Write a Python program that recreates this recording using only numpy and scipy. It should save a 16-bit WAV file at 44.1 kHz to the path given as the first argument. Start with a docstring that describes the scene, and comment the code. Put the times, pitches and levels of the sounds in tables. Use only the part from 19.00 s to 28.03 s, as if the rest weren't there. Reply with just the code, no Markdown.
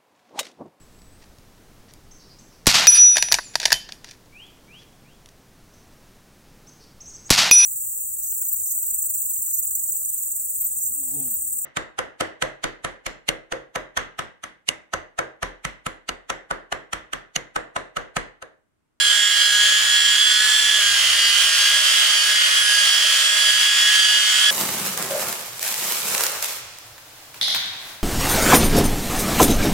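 """Polishing a car and peeling tape

A small cordless polisher runs on a car: gears whine and rattle, fan and pad rush. The sound jumps
to a lower whine and later cuts off abruptly. Masking tape comes off in two pulls; the glue sticks
and slips, crackling and drumming the sheet metal, and the hard-walled workshop echoes. At the end
something gives a short bright rasp that closes with a knock. Ventilation rumbles underneath."""
import sys
import numpy as np
from scipy import signal
from scipy.fft import rfft, irfft
from scipy.io import wavfile
from scipy.ndimage import uniform_filter1d

SR = 44100
rng = np.random.default_rng(int(sys.argv[2]) if len(sys.argv) > 2 else 0)


def master_out(mix):
    """Clip the mix to full scale and print it as 16-bit PCM to the path in sys.argv[1]."""
    frames = np.transpose(np.atleast_2d(mix))
    ceiling = np.clip(frames, -1, 1)
    pcm = np.round(ceiling * 32767).astype(np.int16)
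    wavfile.write(sys.argv[1], SR, pcm)


N = 398223
T = np.arange(N) / SR
JUMP_S = 1.8  # the sound jumps abruptly to a lower, differently coloured whine
CUT_OFF_S = 5.508  # the polishing sound cuts off abruptly
GEAR_RATIO = 8 / 25  # pad turns for each turn of the rotor, the spinning part of the motor


def polisher(easy_hz=208, controller_hz=10004):
    """A geared motor spins a foam pad on the panel; its speed controller adds a thin, high tone."""
    # Rotor turns per second, before and after the jump: t/s, f/Hz
    speed_before = [(0.0, 207), (0.248, 207.3), (0.442, 206.6), (0.702, 209.1), (1.14, 208.7),
                    (1.54, 214.1), (1.674, 212.8), (1.77, 211.4), (1.79, 212.9)]
    speed_after = [(1.81, 205), (2.23, 202.2), (2.7, 205.8), (2.82, 208.7), (3.2, 206.9),
                   (3.28, 208.6), (3.68, 207), (4.6, 209.2), (4.7, 209.2), (5.5, 210.4)]
    # Tone of the gear teeth meeting (the mesh): t/s, relative level/dB
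    mesh_levels = [(0.0, -27.5), (0.47, -29), (0.53, -24), (1.38, -32), (1.42, -24.5), (1.94, -29),
                   (1.98, -27), (2.01, -39), (2.86, -27), (3.08, -33), (3.26, -28), (3.81, -23),
                   (3.97, -34), (4.35, -26), (4.64, -30.5), (4.95, -23.5), (5.41, -33), (5.5, -22.5)]
    # Ways of holding the tool, as relative levels: start/s, octave above the mesh/dB, pad wobble/dB,
    # wobble unsteadiness/dB, rush/dB, rubbed panel/dB, left minus right/dB
    holds = [(0, -18.5, -61, 3.5, -25, -48, -4), (.5, -20.5, -55.5, 1, -22.5, -48, -3),
             (.97, -19.5, -61, 1, -24.5, -54, -4), (1.4, -23, -55, 0, -22.5, -50.5, -3),
             (1.8, -19.5, -53, 0, -22, -48.5, -2.5), (2.77, -22.5, -61, 0, -22, -45.5, -2.5),
             (4.5, -22, -64, 0.5, -22, -51, -2)]
    # Spectra of the rush of fan and pad, and of the rubbed panel: f/Hz, level/dB
    rush_spectrum = [(60, -42), (280, -32.5), (600, -20), (900, -15.5), (1400, -3), (1900, -2.5),
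                     (2550, -4), (3100, 3), (3900, -2), (7300, -7), (10000, -7), (11800, -20), (14400, -15),
                     (16000, -26)]
    panel_spectrum = [(250, -35), (520, -3.5), (610, 6.5), (720, -8.5), (1400, -23), (4000, -58)]
    rotor_hz, = curves(speed_before + speed_after)
    mesh_db, = curves(mesh_levels)
    octave_db, wobble_db, unsteady_db, air_db, panel_db, pan_db = held(holds, glide_s=0.058)
    # Pressing the pad slows the rotor: the rush grows and the mesh octave sinks.
    slowed_hz = easy_hz - rotor_hz
    air_db = air_db + 0.03 * slowed_hz + 0.96 * walk(16)
    octave_db = octave_db - 1.2 * np.maximum(slowed_hz, 0) + 2 * walk(13)
    turns = np.cumsum(rotor_hz * (1 + 0.000832 * walk(25))) / SR
    pad_turns = turns * GEAR_RATIO
    pad = np.sin(2 * np.pi * pad_turns)
    pulsing = unit(1 + 0.12 * pad + 0.12 * np.sin(2 * np.pi * turns))  # both shafts chop the noise
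    rush = undb(air_db + 1.5) * pulsing * colour(wide_noise(1800), rush_spectrum)
    grating = undb(air_db - 2) * gear_rattle(pad_turns)
    rubbing = undb(panel_db - 2 + 1.5 * walk(5)) * pulsing * colour(wide_noise(3000), panel_spectrum)
    controller_db = -40 + 4.09 * np.array([walk(5.9), walk(5.92)])
    controller = undb(controller_db) * np.sqrt(2) * np.sin(2 * np.pi * controller_hz * T)
    wobble = undb(wobble_db - 1 + unsteady_db * walk(8)) * np.sqrt(2) * pad
    tool = whine(turns, mesh_db + 2.5, octave_db) + rush + grating + controller
    return (tool * pan(pan_db) + rubbing + wobble) * between(-1, CUT_OFF_S)


def whine(turns, mesh_db, octave_db):
    """Rotor and gear tones: the circling pad shakes them, and they fade in each ear as the tool moves."""
    # Motor and gear tones: multiple of rotor speed, relative level before the jump/dB, after it/dB
    rotor_tones = [(2, -62.5, -70), (3, -63, -51.5), (6, -49, -45), (7, -38, -41), (9, -33.5, -34),
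                   (10, -38.5, -35), (11, -41.5, -45), (12, -50, -37), (13, -65, -41), (14, -31.5, -28.5),
                   (15, -25.5, -26.5), (17, -35.5, -42), (20, -34.5, -40.5), (21, -50, -39.5),
                   (22, -36, -32.5), (23, -34, -30.5), (25, -38.5, -34), (27, -36, -34.5), (29, -43, -39),
                   (31, -37, -36.5), (33, -34, -34.5), (35, -32, -35.5), (36, -35.5, -46), (37, -43, -39.5),
                   (39, -47, -46), (40, -43, -40), (43, -41, -40), (45, -40, -44)]
    # Each tone is (multiple, level, depth of fading); the mesh and its octave hardly fade.
    tones = [(multiple, np.where(T < JUMP_S, before, after), 3.5)
             for multiple, before, after in rotor_tones]
    tones += [(8, mesh_db, 0.1), (16, octave_db, 0.1)]
    pad_angle = 2 * np.pi * (turns * GEAR_RATIO % 1)
    rotor_angle = 2 * np.pi * (turns % 1)
    drifts = np.array([walk(7) for _ in range(8)])
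    chatter = 0.16 * walk(160)  # the teeth bear unevenly
    sound = np.zeros((2, N))
    for multiple, level_db, fade_db in tones:
        chosen = drifts[rng.choice(len(drifts), size=4, replace=False)]
        fade, phase_drift = np.split(np.roll(chosen, rng.integers(N), axis=1), 2)
        angle = round(multiple) * rotor_angle + 2 * np.pi * rng.random()
        shake = 1 + 0.21 * np.cos(pad_angle + 2 * np.pi * rng.random()) + chatter
        sound += shake * undb(level_db - 1 + fade_db * fade) * np.sin(angle + 0.93 * phase_drift)
    return np.sqrt(2) * sound


def gear_rattle(pad_turns, steps=512):
    """Uneven gear teeth repeat their grating on every turn of the pad; the contact shifts slowly."""
    # Spectrum of the grating teeth: f/Hz, level/dB
    rattle_spectrum = [(30, -44), (70, -25), (130, -22), (200, -22.5), (270, -26.5), (450, -24.5),
                       (800, -16.5), (1500, -2), (2400, -2.5), (3100, 11.5), (3900, -4), (7000, -10.5),
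                       (9500, -19), (11500, -17.5)]
    place = pad_turns % 1 * steps
    # Bumps around the gear, for two ears and three points of contact
    teeth = rng.standard_normal((2, 3, steps + 1)) * np.exp(0.41 * rng.standard_normal(steps + 1))
    ears = np.zeros((2, N))
    for ear, contacts in enumerate(teeth):
        shares = np.array([walk(5) for _ in contacts])
        shares /= np.linalg.norm(shares, axis=0)  # the load moves, the total power stays
        for share, bumps in zip(shares, contacts):
            ears[ear] += share * np.interp(place, np.arange(steps + 1), bumps)
    return unit(colour(ears + 0.3 * ears[::-1], rattle_spectrum))


def tape(slip_hz=330.5):
    """Glue sticks and slips; each slip ticks and tugs the door panel."""
    # Spectra of the crackling glue, the sheet metal and its low drumming: f/Hz, level/dB
    crackle_spectrum = [(40, -72), (150, -48), (300, -17), (500, -1.5), (1000, -3), (2200, 1), (4500, -1),
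                        (7500, 1.5), (11000, -1), (14000, 1), (16000, -9)]
    sheet_spectrum = [(40, -52), (200, -30), (400, -7), (520, -1.5), (800, -3.5), (1150, -2), (1700, -6),
                      (2600, -9.5), (4500, -23)]
    drum_spectrum = [(30, -45), (65, -30), (110, -6), (150, -2.5), (195, 4.5), (260, -6), (340, -1.5),
                     (460, -19), (800, -40)]
    # The glue lets go with a snap: t/s, relative level/dB
    snap_times = [(5.9755, -11), (6.025, -12), (6.327, -12), (6.594, -16), (6.6285, -9.5), (6.742, -10.5),
                  (6.922, -10), (7.1493, -7), (7.1795, -7), (7.209, -8.5), (7.237, -5), (7.266, -7),
                  (7.4258, -9), (7.4445, -9), (7.786, -25)]
    glue_gain, sheet_gain, drum_gain = tugging()
    # The harder the strip drags on the metal, the less often the glue slips.
    drag_db = np.clip(20 * np.log10(sheet_gain / glue_gain), -20, 20)
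    slips = slip_times(slip_hz * np.exp(-0.05 * drag_db), unevenness_db=3.5)
    slip_db = 2.5 * rng.standard_normal(len(slips))
    ticks = steady(bursts(np.column_stack([slips, slip_db]), decay_s=0.00039), window=2048)
    pull = unit(ticks + 0.95 * wide_noise(3200)) * undb(1.67 * walk(35))
    lag_s = 0.000926 * np.exp(0.32 * walk(3))
    parting = colour(pull + undb(7) * glue_threads(), crackle_spectrum)
    crackle = glue_gain * undb(-0.1) * paint_reflection(parting, lag_s)
    sheet = sheet_gain * undb(-2) * colour(pull, sheet_spectrum)
    drum = drum_gain * undb(-1) * colour(pull, drum_spectrum)
    panel = (sheet + drum) * undb(2 * walk(22))  # the level wavers as the panel flexes
    snaps = undb(-3) * colour(bursts(snap_times, decay_s=0.0014), crackle_spectrum)
    return workshop((crackle + panel + snaps) * pan(-1.1), echo_db=-5.5, ring_s=1.35)


def tugging():
    """Strength of the crackle, the sheet metal and the low drumming as one tug follows another."""
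    # Tugs on the tape, as relative levels: start/s, end/s, crackle/dB, swell/dB, metal/dB, drumming/dB
    tugs = [(5.496, 5.602, -24, -2, -29, -38), (5.598, 5.932, -28, -2, -35, -39.5),
            (5.96, 6.101, -31.5, -3, -31, -39), (6.099, 6.325, -29.5, -1, -28.5, -43),
            (6.34, 6.581, -36.5, -3, -47.5, -67), (6.599, 6.686, -26.5, 11, -56, -57.5),
            (6.7, 7.15, -26, 3.5, -37.5, -46), (7.149, 7.265, -25, 0, -29, -60),
            (7.279, 7.42, -34, -1, -34, -66), (7.415, 7.46, -27.5, 1, -55.5, -63),
            (7.47, 7.564, -30.5, -4, -50, -63)]
    power = np.zeros((3, N))
    for start, end, glue_db, swell_db, sheet_db, drum_db in tugs:
        tug = stroke(start, end, swell_db, attack_s=0.013, release_s=0.025)
        power += np.outer(undb([glue_db, sheet_db, drum_db]), tug) ** 2
    return np.sqrt(power) + 1e-9


def glue_threads(rate_hz=55):
    """Single threads of glue part at random with sharp little ticks."""
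    times = slip_times(rate_hz, unevenness_db=7)
    tick_db = 2 * np.clip(rng.standard_normal(len(times)), -2, 2)
    return bursts(np.column_stack([times, tick_db]), decay_s=0.00044)


def paint_reflection(x, lag_s, share=0.26):
    """Sound bounces off the paint; the changing delay sweeps a row of dips through its spectrum."""
    reflected = np.array([np.interp(T - lag_s, T, ear) for ear in x])
    return (x + share * reflected) / np.sqrt(1 + share ** 2)


def tape_groan():
    """Pulled taut over the panel gap, the strip chatters around one pitch."""
    # Spectrum of the taut strip: f/Hz, level/dB
    strip_spectrum = [(200, -49), (470, -21), (540, 3), (600, -1), (680, -16), (1000, -32),
                      (1150, -17), (1400, -39), (4000, -66)]
    ring = steady(colour(wide_noise(4000), strip_spectrum), window=1024)
    pull = stroke(6.098, 6.16, swell_db=0, attack_s=0.011, release_s=0.056)
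    return undb(-28 + 2 * walk(110)) * ring * pull


def rasp_and_knocks(slip_hz=380):
    """A quick run of slips rings a small stiff object, among a few knocks of handling."""
    # Moments when the rasp catches, and the knocks: t/s, relative level/dB
    catch_times = [(8.4125, -5), (8.4293, -3)]
    knock_times = [(7.98, -33), (8.343, -28), (8.412, -20), (8.481, -19), (8.547, -13), (8.560, -17),
                   (8.658, -29)]
    # Spectra of the rasp and of a knock: f/Hz, level/dB
    rasp_spectrum = [(200, -42), (700, -16), (1400, -28), (2000, -11), (2600, -20), (3300, 1), (3850, 3.5),
                     (4600, -5.5), (6200, -13), (7500, -27), (10500, -17), (16000, -46)]
    knock_spectrum = [(50, -12), (130, -12), (205, 6), (290, -1), (400, -14), (800, 6), (1300, 6),
                      (2000, 10), (2700, 4), (5000, 0), (11000, -4), (14500, -1), (16000, -8.5)]
    slips = slip_times(slip_hz, unevenness_db=3)
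    slip_db = 2 * rng.standard_normal(len(slips))
    ticks = unit(bursts(np.column_stack([slips, slip_db]), decay_s=0.0012))
    push = undb(-24) * stroke(8.411, 8.563, swell_db=-3.5, attack_s=0.002, release_s=0.013)
    catches = undb(-7) * bursts(catch_times, decay_s=0.0018)
    knocks = undb(-5) * colour(bursts(knock_times, decay_s=0.0062), knock_spectrum)
    rasp = workshop(colour(ticks * push + catches, rasp_spectrum), echo_db=-1, ring_s=1.0)
    return (rasp + workshop(knocks, echo_db=-0.5, ring_s=1.6)) * pan(0.38)


def workshop(x, echo_db, ring_s, treble_ring_s=0.38):
    """Hard walls add a smooth echo that falls 60 dB in ring_s; its treble dies sooner."""
    t = T[:int(1.3 * SR)]
    noise = rng.standard_normal((2, len(t)))
    low = signal.sosfilt(signal.butter(2, 5500, fs=SR, output="sos"), noise)
    high = signal.sosfilt(signal.butter(2, 5500, "high", fs=SR, output="sos"), noise[::-1])
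    tail = (low * undb(-60 * t / ring_s) + high * undb(-60 * t / treble_ring_s)) * (t > 0.004)
    echo = signal.fftconvolve(x, unit(tail) / np.sqrt(len(t)), axes=1)[:, :N]
    return x + undb(echo_db) * echo


def ventilation():
    """A wavering rumble under soft hiss, fainter while the polisher is heard, and a few brief rustles."""
    # Spectra of the workshop air and of the rumble: f/Hz, level/dB
    air_spectrum = [(20, -10), (45, -11), (70, -17), (120, -6), (200, -17.5), (300, -10), (420, -12),
                    (700, -6.5), (2000, -11), (5000, -13), (9000, -16.5), (16000, -17.5)]
    rumble_spectrum = [(45, -21), (80, -2), (115, 1), (160, -9.0), (300, -40), (2000, -74)]
    # Soft rustles that swell and fade: t/s, width/s, level/dB
    rustles = [(7.87, .04, -48), (8.375, .03, -42), (8.89, 0.096, -39)]
    rumble = colour(wide_noise(2050), rumble_spectrum)
    rustling = sum(undb(db) * np.exp(-((T - peak) / width) ** 2) for peak, width, db in rustles)
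    air_gain = np.hypot(undb(-44.5 + 0.5 * walk(6.8)), rustling)
    air = air_gain * colour(wide_noise(900), air_spectrum)
    rumble *= undb(-58.5 + 4 * walk(8))
    return (air + rumble) * undb(-11.5 * between(-1, CUT_OFF_S))


def undb(db):
    """Turn decibels into a factor to multiply by."""
    return 10 ** (np.asarray(db) / 20)


def unit(x):
    """Scale to an average power of 1."""
    return x / np.sqrt(np.mean(x ** 2) + 1e-18)


def steady(x, window):
    """Even out the loudness over a sliding window of samples."""
    return x / np.sqrt(uniform_filter1d(np.mean(x ** 2, axis=0), size=window) + 1e-9)


def pan(db):
    """Gains of the two channels for a left minus right level."""
    return undb(np.array([[0.5], [-0.5]]) * db)


def curves(table):
    """The columns of a table, joined by straight lines in time."""
    times, *columns = np.transpose(table)
    return [np.interp(T, times, column) for column in columns]


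def held(table, glide_s):
    """Each row's values hold until the next row, with a short glide between."""
    times, *columns = np.transpose(table)
    row = np.maximum(np.searchsorted(times, T, side="right") - 1, 0)
    return [uniform_filter1d(column[row], size=int(glide_s * SR)) for column in columns]


def between(start, end, fade_s=0.0028):
    """1 from start to end, with short fades."""
    return np.clip((T - start) / fade_s, 0, 1) * np.clip((end - T) / fade_s, 0, 1)


def stroke(start, end, swell_db, attack_s, release_s):
    """Strength of one movement: it rises, swells or sags, then dies away."""
    rise = np.clip((T - start) / attack_s, 0, 1)
    progress = np.clip((T - start) / (end - start), 0, 1)
    fall = np.exp(-np.maximum(T - end, 0) / release_s)
    return rise * undb(swell_db * (progress - 0.5)) * fall


def walk(rate_hz):
    """A smooth random curve with a spread near 1 and rate_hz new values a second."""
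    knots = rng.standard_normal(int(N / SR * rate_hz) + 4)
    fine = signal.resample_poly(knots, 8, 1)
    return np.interp(T * rate_hz * 8, np.arange(len(fine)), fine)


def slip_times(rate_hz, unevenness_db):
    """Moments, in seconds, at which a sticking contact lets go."""
    count = np.cumsum(rate_hz * undb(unevenness_db * walk(300))) / SR
    return np.flatnonzero(np.diff(np.floor(count))) / SR


def wide_noise(corner_hz):
    """Stereo noise: alike in both ears in the bass, more and more unrelated above the corner."""
    mid, side = rng.standard_normal((2, N))
    side = signal.sosfilt(signal.butter(1, corner_hz, "high", fs=SR, output="sos"), side)
    return unit(mid + 0.99 * np.array([[1], [-1]]) * side)


def bursts(table, decay_s):
    """A quickly dying burst of noise for each row of t/s, level/dB."""
    times, db = np.transpose(table)
    kicks = np.bincount((times * SR).astype(int), undb(db), N)[:N]
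    return signal.lfilter([1], [1, -np.exp(-1 / (decay_s * SR))], kicks) * wide_noise(3000)


def colour(x, spectrum, size=4096):
    """Let x ring through an object with this spectrum; white noise keeps its power."""
    hz, db = np.transpose(spectrum)
    bin_hz = np.maximum(np.arange(size // 2 + 1) * SR / size, 1)
    gains = undb(np.interp(np.log(bin_hz), np.log(hz), db))
    # Fold the late half onto the early half, so the ringing never comes before its cause.
    cepstrum = irfft(np.log(gains))
    cepstrum[1:size // 2] *= 2
    cepstrum[size // 2 + 1:] = 0
    ring = irfft(np.exp(rfft(cepstrum)))
    return signal.oaconvolve(np.atleast_2d(x), ring[None] / np.linalg.norm(ring), axes=1)[:, :N]


def scene():
    """Polishing, peeling and handling over the air of the workshop."""
    return polisher() + tape() + tape_groan() + rasp_and_knocks() + ventilation()


def record(dry, alike_below_hz=620, top_hz=16250):
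    """Two close microphones hear long waves alike; the highest treble is cut off."""
    mid, side = (dry[0] + dry[1]) / 2, (dry[0] - dry[1]) / 2
    side = signal.sosfiltfilt(signal.butter(1, alike_below_hz, "high", fs=SR, output="sos"), side)
    ears = np.array([mid + side, mid - side])
    return signal.sosfilt(signal.ellip(10, 0.2, 80, top_hz, fs=SR, output="sos"), ears)


dry = scene()
out = record(dry)
master_out(out)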